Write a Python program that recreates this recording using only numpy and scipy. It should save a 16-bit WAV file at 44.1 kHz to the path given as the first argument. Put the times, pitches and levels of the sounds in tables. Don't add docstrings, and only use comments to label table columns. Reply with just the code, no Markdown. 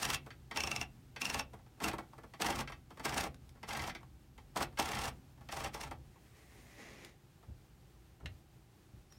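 import sys
import numpy as np
from scipy import signal
from scipy.fft import rfft, irfft, next_fast_len
from scipy.io import wavfile
from scipy.ndimage import uniform_filter1d, map_coordinates

SR = 44100
rng = np.random.default_rng(int(sys.argv[2]) if len(sys.argv) > 2 else 0)


def digitize_waveform(pressure):
    field = np.atleast_2d(pressure).T
    bounded = np.clip(field, -1, 1)
    quanta = np.round(bounded * 32767).astype(np.int16)
    wavfile.write(sys.argv[1], SR, quanta)


N = 404838
LET_GO_S = 6.1

# start and end in seconds, then relative levels in dB of the rolling,
# the paper scrape, the wooden base and the detent's ping (higher when it drops freely).
TWISTS = [(0.0, 0.151, -46.5, -48, -53, 6.5), (0.542, 0.84, -54.5, -55.5, -58, 16),
          (1.214, 1.41, -49.5, -53, -52.5, 10.5), (1.816, 1.905, -42.5, -49.5, -43, 2.5),
          (2.399, 2.627, -47, -57, -49, 2), (3.044, 3.28, -44.5, -54, -50, 0.5),
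          (3.679, 3.906, -46.5, -54.5, -72, 3.5), (4.564, 4.64, -42, -49.5, -52, -10),
          (4.79, 5.096, -44.5, -53, -54, 2.5), (5.517, 5.686, -49.5, -54, -63, 3.5),
          (5.755, 5.89, -52, -61, -65, 4.5)]
# frequency in Hz, relative level in dB.
SCRAPE = [(600, -8.5), (1200, 6), (2000, 6.5), (3300, 4), (4100, 2.5), (5300, 3), (7200, -1), (8700, -0.5),
          (10000, -3.5), (12000, -7), (16000, -11.5)]
# frequency in Hz, bandwidth in Hz, relative level in dB.
FRAME_MODES = [(220, 130, -9.5), (350, 35, -7.5), (450, 61, -2.5), (624, 44, -5), (706, 54, -14),
               (758, 99, 5), (872, 92, 3), (970, 86, 0.5), (1124, 86, 2), (1330, 52, 0.5), (1420, 44, -4.5),
               (1720, 98, -6.5), (1990, 30, -10), (2070, 33, -4.5), (2210, 120, -8), (2560, 28, -14),
               (3250, 54, -10)]
LINK_MODES = [(1326, 105, 1.5), (1597, 50, 4), (1873, 70, 1.5), (2060, 92, 5), (2290, 92, 1.5),
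              (2610, 66, 0), (3130, 145, -1.5), (3570, 420, -8), (4550, 150, -3.5), (5400, 260, -9.5),
              (5800, 160, -11), (6400, 180, -20)]
BASE_MODES = [(206.6, 36, 2), (259, 27, -1), (327, 64, -5.5), (452, 54, -10.5)]


def amp(db):
    return 10 ** (np.asarray(db) / 20)


def unit(x):
    return x / np.sqrt(np.mean(np.abs(x) ** 2) + 1e-20)


def along(points, hz):
    frequencies, values = np.transpose(points)
    return np.interp(np.log(hz + 1), np.log(frequencies + 1), values)


def curves(rows):
    times, *columns = np.transpose(rows)
    return [np.interp(np.arange(N) / SR, times, column) for column in columns]


def during(rows):
    t = np.arange(N) / SR
    return uniform_filter1d(1.0 * ((t >= rows[0][0]) & (t <= rows[-1][0])), size=1500)


def turning():
    t = np.arange(N) / SR
    start, end, *_ = np.transpose(TWISTS)
    return uniform_filter1d(1.0 * ((t >= start[:, None]) & (t < end[:, None])), size=600)


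def wobble(rate):
    return map_coordinates(rng.standard_normal(int(N * rate / SR) + 4), [np.arange(N) * rate / SR])


def coloured(x, gain):
    size = 32768
    magnitude = unit(gain(np.fft.rfftfreq(size, 1 / SR)))
    cepstrum = irfft(np.log(np.maximum(magnitude, 1e-6)))
    cepstrum[1:size // 2] *= 2
    cepstrum[size // 2 + 1:] = 0
    response = irfft(np.exp(rfft(cepstrum)))[:size // 2]
    return signal.oaconvolve(x, response)[:N]


def shaped(x, spectrum):
    return coloured(x, lambda hz: amp(along(spectrum, hz)))


def resonant(force, modes, broad_db):
    # frequency in Hz, relative level in dB.
    board = [(60, -38), (150, 1), (450, 6.5), (800, 8), (1300, 4.5), (2500, -37), (4000, -34),
             (9000, -17.5), (16000, -26)]

    def gain(hz):
        peaks = sum(amp(db) ** 2 / (1 + ((centre ** 2 - hz ** 2) / (hz * width + 1)) ** 2)
                    for centre, width, db in modes)
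        broad = amp(broad_db + along(board, hz)) ** 2
        return np.sqrt(peaks / (1 + (hz / 9000) ** 2) + broad)
    return coloured(force, gain)


def grit(rate, grain_db):
    hits = rng.random(N) < rate / SR
    return unit(hits * rng.choice([-1, 1], N) * amp(grain_db * rng.standard_normal(N)))


def chatter(times, levels_db, rise, t60, rate):
    lead = SR // 4
    power = np.zeros(N + SR)
    t = np.arange(-lead, SR // 2) / SR
    burst = amp(-60 * np.where(t < 0, -t / rise, t / t60)) ** 2
    for start, db in zip(times, levels_db):
        power[round(start * SR):][:len(t)] += amp(db) ** 2 * burst
    count = int(N * rate / SR)
    hits = np.unique(((np.arange(count) + rng.random(count)) * N / count).astype(int))
    energy = np.diff(np.cumsum(power[lead:])[hits], prepend=0)
    force = np.zeros(N)
    force[hits] = np.sqrt(np.abs(energy)) * rng.choice([-1, 1], len(hits))
    return force


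def strike(times, levels_db, gap_s, count, bounce_db=-2):
    force, order = np.zeros(N + SR), np.arange(count)
    for start, db in zip(times, levels_db):
        gaps = gap_s * (0.5 + rng.random(count)) * (order > 0)
        hits = np.round((start + np.cumsum(gaps)) * SR).astype(int)
        force[hits] += (-1) ** order * amp(db + bounce_db * order)
    return force[:N]


def background():
    # frequency in Hz, relative level in dB.
    air = [(13, -40), (22, -17), (34, -13.5), (56, 0), (92, -8.5), (128, -3.5), (270, -18.5), (328, -12.5),
           (444, -21.5), (554, -23.5), (710, -25.5), (771, -18.5), (885, -26), (5770, -35.5),
           (16000, -40.5)]
    hum = amp(-67) * np.sin(2 * np.pi * 120 * np.arange(N) / SR)
    return hum + amp(-62 + 0.99 * wobble(13)) * shaped(rng.standard_normal(N), air)


def sleeve():
    # frequency in Hz, relative level in dB.
    cloth = [(300, -25), (2000, -9), (6000, -2), (9000, 2), (15000, -5)]
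    peak_s, rise_s, fall_s = 6.68, 0.5, 0.2
    t = np.arange(N) / SR - peak_s
    swell = np.exp(-(t / np.where(t < 0, rise_s, fall_s)) ** 2)
    return amp(-72.5) * swell * shaped(rng.standard_normal(N), cloth)


def squeak():
    # time in seconds, pitch in Hz, level in dB.
    glide = [(9.09, 5300, -84), (9.125, 5800, -60), (9.145, 5000, -72), (9.178, 5650, -66)]
    hz, db = curves(glide)
    phase = 2 * np.pi * np.cumsum(hz * (1 + 0.0083 * wobble(500))) / SR
    return during(glide) * amp(db) * np.sin(phase)


def table_bumps():
    # time in seconds, relative level in dB, pitch in Hz.
    bumps = [(7.489, -32.5, 72), (8.239, -28, 81), (8.939, -34.5, 48)]
    # multiple of the pitch, relative level in dB.
    thump = np.array([(.35, -11), (.7, -7), (1, -1), (1.5, -11.5), (2.4, -20.5), (5.5, -31.5),
                      (21, -54), (110, -95)])
    return sum(shaped(chatter([time], [db - 10.5], rise=0.059, t60=0.32, rate=2000), thump * [hz, 1])
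               for time, db, hz in bumps)


def tap():
    # time in seconds, relative level in dB.
    click = [(8.2589, -43.5)]
    # frequency in Hz, bandwidth in Hz, relative level in dB.
    modes = [(1400, 290, -8), (1990, 150, 2.5), (2760, 300, -2), (3520, 310, -2.5), (4200, 290, -15),
             (6400, 440, -17)]
    times, db = np.transpose(click)
    hit = strike(times, db + 20, gap_s=0.0007, count=6)
    settling = chatter(times + 0.0011, db - 1, rise=0.002, t60=0.057, rate=4000)
    return resonant(hit + settling, modes, broad_db=-21)


def dry_ticks():
    # time in seconds, relative level in dB.
    ticks = [(3.3443, -53), (3.492, -54.5), (7.048, -45), (9.1234, -55)]
    times, db = np.transpose(ticks)
    return shaped(chatter(times, db, rise=0.0009, t60=0.019, rate=4400), SCRAPE)


def paper():
    # time in seconds, relative level in dB.
    rub = [(6.1, -83), (6.124, -81), (6.4, -69.5), (6.698, -67), (6.806, -59), (7.092, -61.5), (7.172, -86),
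           (7.25, -89)]
    # frequency in Hz, relative level in dB.
    spectrum = [(150, -12), (250, 0.5), (354, -4.5), (597, -7), (748, -10.5), (1530, -14), (1980, -5),
                (2910, -15), (4900, -19), (6940, -18.5), (7840, -27), (9330, -25), (14900, -36),
                (16000, -41)]
    rub_db, = curves(rub)
    envelope = during(rub) * amp(rub_db + 2.5 + 1.6 * wobble(25))
    return envelope * shaped(grit(rate=7000, grain_db=3), spectrum)


def hand_knocks():
    # time in seconds, relative level in dB.
    knocks = [(2.131, -48), (4.0278, -48), (6.1574, -55)]
    # frequency in Hz, bandwidth in Hz, relative level in dB.
    modes = [(787, 54, -1), (900, 60, 0.5), (1130, 80, -10)]
    times, db = np.transpose(knocks)
    return resonant(chatter(times + 0.0029, db, rise=0.0096, t60=0.046, rate=3000), modes, broad_db=-24)


def table_rumble():
    # frequency in Hz, relative level in dB.
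    spectrum = [(15, -50), (25, -7), (38, -2), (59, 8), (98, 0), (133, 4.5), (177, -9), (257, -5.5),
                (300, -12), (390, -39), (660, -120)]
    lag_s, shake_per_roll = 0.055, 0.35
    decay = np.exp(-1 / (lag_s * SR))
    roll_db = np.transpose(TWISTS)[2]
    effort = amp(shake_per_roll * (roll_db - roll_db.mean())) @ turning()
    shake = amp(-51) * signal.lfilter([1 - decay], [1, -decay], effort)
    grip = (np.arange(N) / SR < LET_GO_S) * amp(-61.5 + 1.4 * wobble(10))
    return (shake + uniform_filter1d(grip, size=2000)) * shaped(rng.standard_normal(N), spectrum)


def platen():
    _, _, roll_db, scrape_db, base_db, _ = np.transpose(TWISTS)
    roll, scrape, press = amp([roll_db - 1.5, scrape_db - 0.5, base_db]) @ turning()
    bearings = amp(1.9 * wobble(70)) * resonant(grit(rate=2500, grain_db=1.5), FRAME_MODES, broad_db=-33)
    fibres = grit(rate=9000, grain_db=4)
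    sheet = amp(2.3 * wobble(90)) * shaped(fibres, SCRAPE)
    wood = resonant(grit(rate=1500, grain_db=2), BASE_MODES, broad_db=-22)
    return roll * bearings + scrape * sheet + press * wood


def rattles(count):
    when, metal, knock = rng.random((count, 3)).T
    levels_db = -62.5 + 3 * (2 * np.array([metal, knock]) - 1)
    return np.column_stack([when * LET_GO_S, *levels_db])


def carriage():
    # time in seconds, relative levels in dB of the metal links and the frame knock.
    clacks = [(.2635, -50, -47.5), (.3045, -36, -61), (.5117, -29.5, -45), (.5603, -22.5, -43),
              (1.1618, -29.5, -49.5), (1.5342, -60, -47.5), (1.8028, -35, -43), (1.86, -30, -40),
              (1.913, -32, -48), (1.9328, -44, -36), (1.9835, -38.5, -39), (2.181, -57, -49),
              (2.235, -61, -49.5), (2.3368, -39, -51), (2.4015, -39, -38.5), (2.4454, -27, -33),
              (2.4857, -32, -33.5), (2.5258, -29, -42), (2.6747, -29.5, -58), (2.697, -56, -46),
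              (2.721, -34.5, -49.5), (2.9052, -46, -51), (2.9733, -46, -50), (2.9963, -36.5, -44),
              (3.0794, -30, -55), (3.123, -28, -40.5), (3.1632, -33, -36), (3.6303, -32.5, -46.5),
              (3.7076, -28, -45), (3.7497, -26.5, -46), (3.7934, -26, -43.5), (3.8376, -28, -46),
              (3.8965, -29, -56), (3.9496, -30, -49.5), (4.3788, -43, -54.5), (4.561, -32, -31.5),
              (4.6068, -35, -33), (4.7732, -28.5, -49), (4.789, -28, -29.5), (4.9326, -25.5, -52),
              (4.9694, -27.5, -46), (5.4094, -53, -55.5), (5.4884, -32.5, -47.5), (5.66, -31, -43),
              (5.9112, -37.5, -42), (7.4284, -64, -59.5), (8.2026, -65, -58)]
    times, metal_db, knock_db = np.vstack([clacks, rattles(count=20)]).T
    tick_db = knock_db + 0.28 * (metal_db - knock_db) - 6.5
    tick = shaped(chatter(times, tick_db, rise=0.0009, t60=0.015, rate=4400), SCRAPE)
    link_force = chatter(times + 0.00044, metal_db - 13, rise=0.0021, t60=0.091, rate=3000)
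    frame_force = chatter(times + 0.0049, knock_db, rise=0.025, t60=0.062, rate=3000)
    base_force = chatter(times + 0.0064, knock_db - 6.5, rise=0.0039, t60=0.097, rate=1500)
    clink = resonant(link_force, LINK_MODES, broad_db=-21.5)
    knock = resonant(frame_force, FRAME_MODES, broad_db=-7.5)
    thud = resonant(base_force, BASE_MODES, broad_db=-21)
    return tick + clink + knock + thud


def spring(times, levels_db, scatter_db):
    # frequency in Hz, relative level in dB, 60 dB decay time in seconds.
    modes = [(2556, 8, 0.09), (2660, 10, 0.12), (2780, -8, 0.068), (2820, -2.5, 0.16), (3000, 0, 0.087),
             (5470, -4, 0.059)]
    hz, mode_db, t60 = np.transpose(modes)[:, :, None]
    ring, t = np.zeros(N + SR), np.arange(SR // 4) / SR
    for start, db in zip(times, levels_db):
        envelopes = amp(db + mode_db + scatter_db * rng.standard_normal(hz.shape) - 60 * t / t60)
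        partials = envelopes * np.sin(2 * np.pi * (hz * t + rng.random(hz.shape)))
        ring[round(start * SR):][:len(t)] += partials.sum(0)
    return ring[:N]


def ratchet():
    # time in seconds, relative levels in dB of the click and frame knock.
    teeth = [(0.031, -44, -47), (0.0529, -44, -41.5), (0.09, -55, -40), (0.1029, -44.5, -40),
             (0.1355, -47.5, -46), (0.1461, -43, -41), (.573, -49, -36), (.605, -51, -47),
             (0.6367, -53, -38), (0.6735, -54, -40), (0.7149, -52, -40.5), (.7623, -52, -44.5),
             (0.8132, -53.5, -40.5), (1.2182, -48, -44.5), (1.2539, -48.5, -51), (1.3, -49.5, -45),
             (1.3446, -48.5, -37), (1.3949, -48.5, -35), (1.8431, -43.5, -42), (1.8852, -47, -49),
             (2.4209, -42, -38), (2.466, -44, -37), (2.506, -46.5, -37), (2.5594, -53, -52),
             (2.591, -51, -40), (2.608, -51, -38), (3.0551, -44, -30), (3.0946, -51, -46),
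             (3.1442, -51, -56), (3.1804, -42.5, -34.5), (3.2099, -47, -46), (3.24, -50, -37.5),
             (3.6913, -53, -47), (3.734, -52, -47), (3.774, -51.5, -50), (3.821, -56.5, -43),
             (3.877, -54, -40), (4.5746, -48, -43), (4.6285, -44.5, -42), (4.7985, -42, -33.5),
             (4.827, -50, -48), (4.8585, -51, -47), (4.8896, -52, -40), (4.919, -50.5, -48),
             (4.953, -51, -40), (4.9902, -51.5, -42), (5.0188, -51.5, -44), (5.0418, -50.5, -42),
             (5.0559, -50, -51), (5.0811, -51.5, -48), (5.5248, -53, -40), (5.571, -55, -41),
             (5.605, -56.5, -39.5), (5.6452, -52, -37.5), (5.7462, -53, -41), (5.813, -53, -49),
             (5.836, -56, -45)]
    # frequency in Hz, bandwidth in Hz, relative level in dB.
    detent_modes = [(2330, 230, -2.5), (2747, 64, 5.5), (3500, 180, -10), (4800, 110, -6.5),
                    (5514, 170, 2.5), (6220, 160, -7), (6900, 170, -10), (8920, 540, -15)]
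    times, click_db, knock_db = np.transpose(teeth)
    start, end, *_, free_db = np.transpose(TWISTS)
    nearest_twist = np.argmin(np.abs(times[:, None] - (start + end) / 2), axis=1)
    ping_db = click_db + free_db[nearest_twist]
    climb = chatter(times - 0.002, click_db + 8, rise=0.044, t60=0.051, rate=12000)
    snap = strike(times, click_db + 25.5, gap_s=0.0005, count=7)
    drop = strike(times + 0.0003, ping_db + 22, gap_s=0.0006, count=7)
    ping = resonant(drop, detent_modes, broad_db=-33)
    frame_force = chatter(times + 0.003, knock_db, rise=0.014, t60=0.061, rate=3000)
    knock = resonant(frame_force, FRAME_MODES, broad_db=-5.5)
    jingle_db = knock_db - 6 - 0.29 * free_db[nearest_twist]
    link_force = chatter(times + 0.0021, jingle_db, rise=0.0036, t60=0.068, rate=3000)
    jingle = resonant(link_force, LINK_MODES, broad_db=-18)
    burrs = unit(amp(3.6 * rng.standard_normal(N)))
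    click = shaped(burrs * climb + snap, SCRAPE)
    ring_db = ping_db - 14.5 + 0.6 * (ping_db - ping_db.max())
    return click + ping + knock + jingle + spring(times, ring_db, scatter_db=2.5)


def room(x, wet_db, wall_db, wall_delay_s):
    # frequency in Hz, 60 dB decay time in seconds.
    decay_times = [(150, 0.21), (400, 0.35), (1000, 0.15), (2800, 0.17), (7300, 0.069), (15000, 0.095)]
    hz, t, noise = signal.stft(rng.standard_normal(SR // 2), SR, nperseg=256)
    tail = signal.istft(noise * amp(-60 * t / along(decay_times, hz)[:, None]), SR, nperseg=256)[1]
    response = amp(wet_db) * tail / np.linalg.norm(tail)
    response[0] += amp(wall_db)
    return signal.fftconvolve(np.pad(x, (round(wall_delay_s * SR), 0)), response)[:N]


def scene():
    direct = ratchet() + carriage() + hand_knocks() + platen() + table_rumble()
    direct += paper() + dry_ticks() + sleeve() + tap() + squeak()
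    reflections = room(direct, wet_db=-10.5, wall_db=-19, wall_delay_s=0.0075)
    return (direct + reflections + table_bumps() + background())[None]


def record(dry):
    dip_hz, dip_width_hz, dip_db = 10380, 300, -5
    low_cut_hz, top_hz = 34, 15900
    size = next_fast_len(N + SR // 2)
    hz = np.fft.rfftfreq(size, 1 / SR)
    port = amp(dip_db * np.exp(-((hz - dip_hz) / dip_width_hz) ** 2))
    high_pass = hz ** 3 / np.hypot(hz ** 3, low_cut_hz ** 3)
    return irfft(rfft(dry, size) * port * high_pass * (hz < top_hz), size)[..., :N]


dry = scene()
out = record(dry)
digitize_waveform(out)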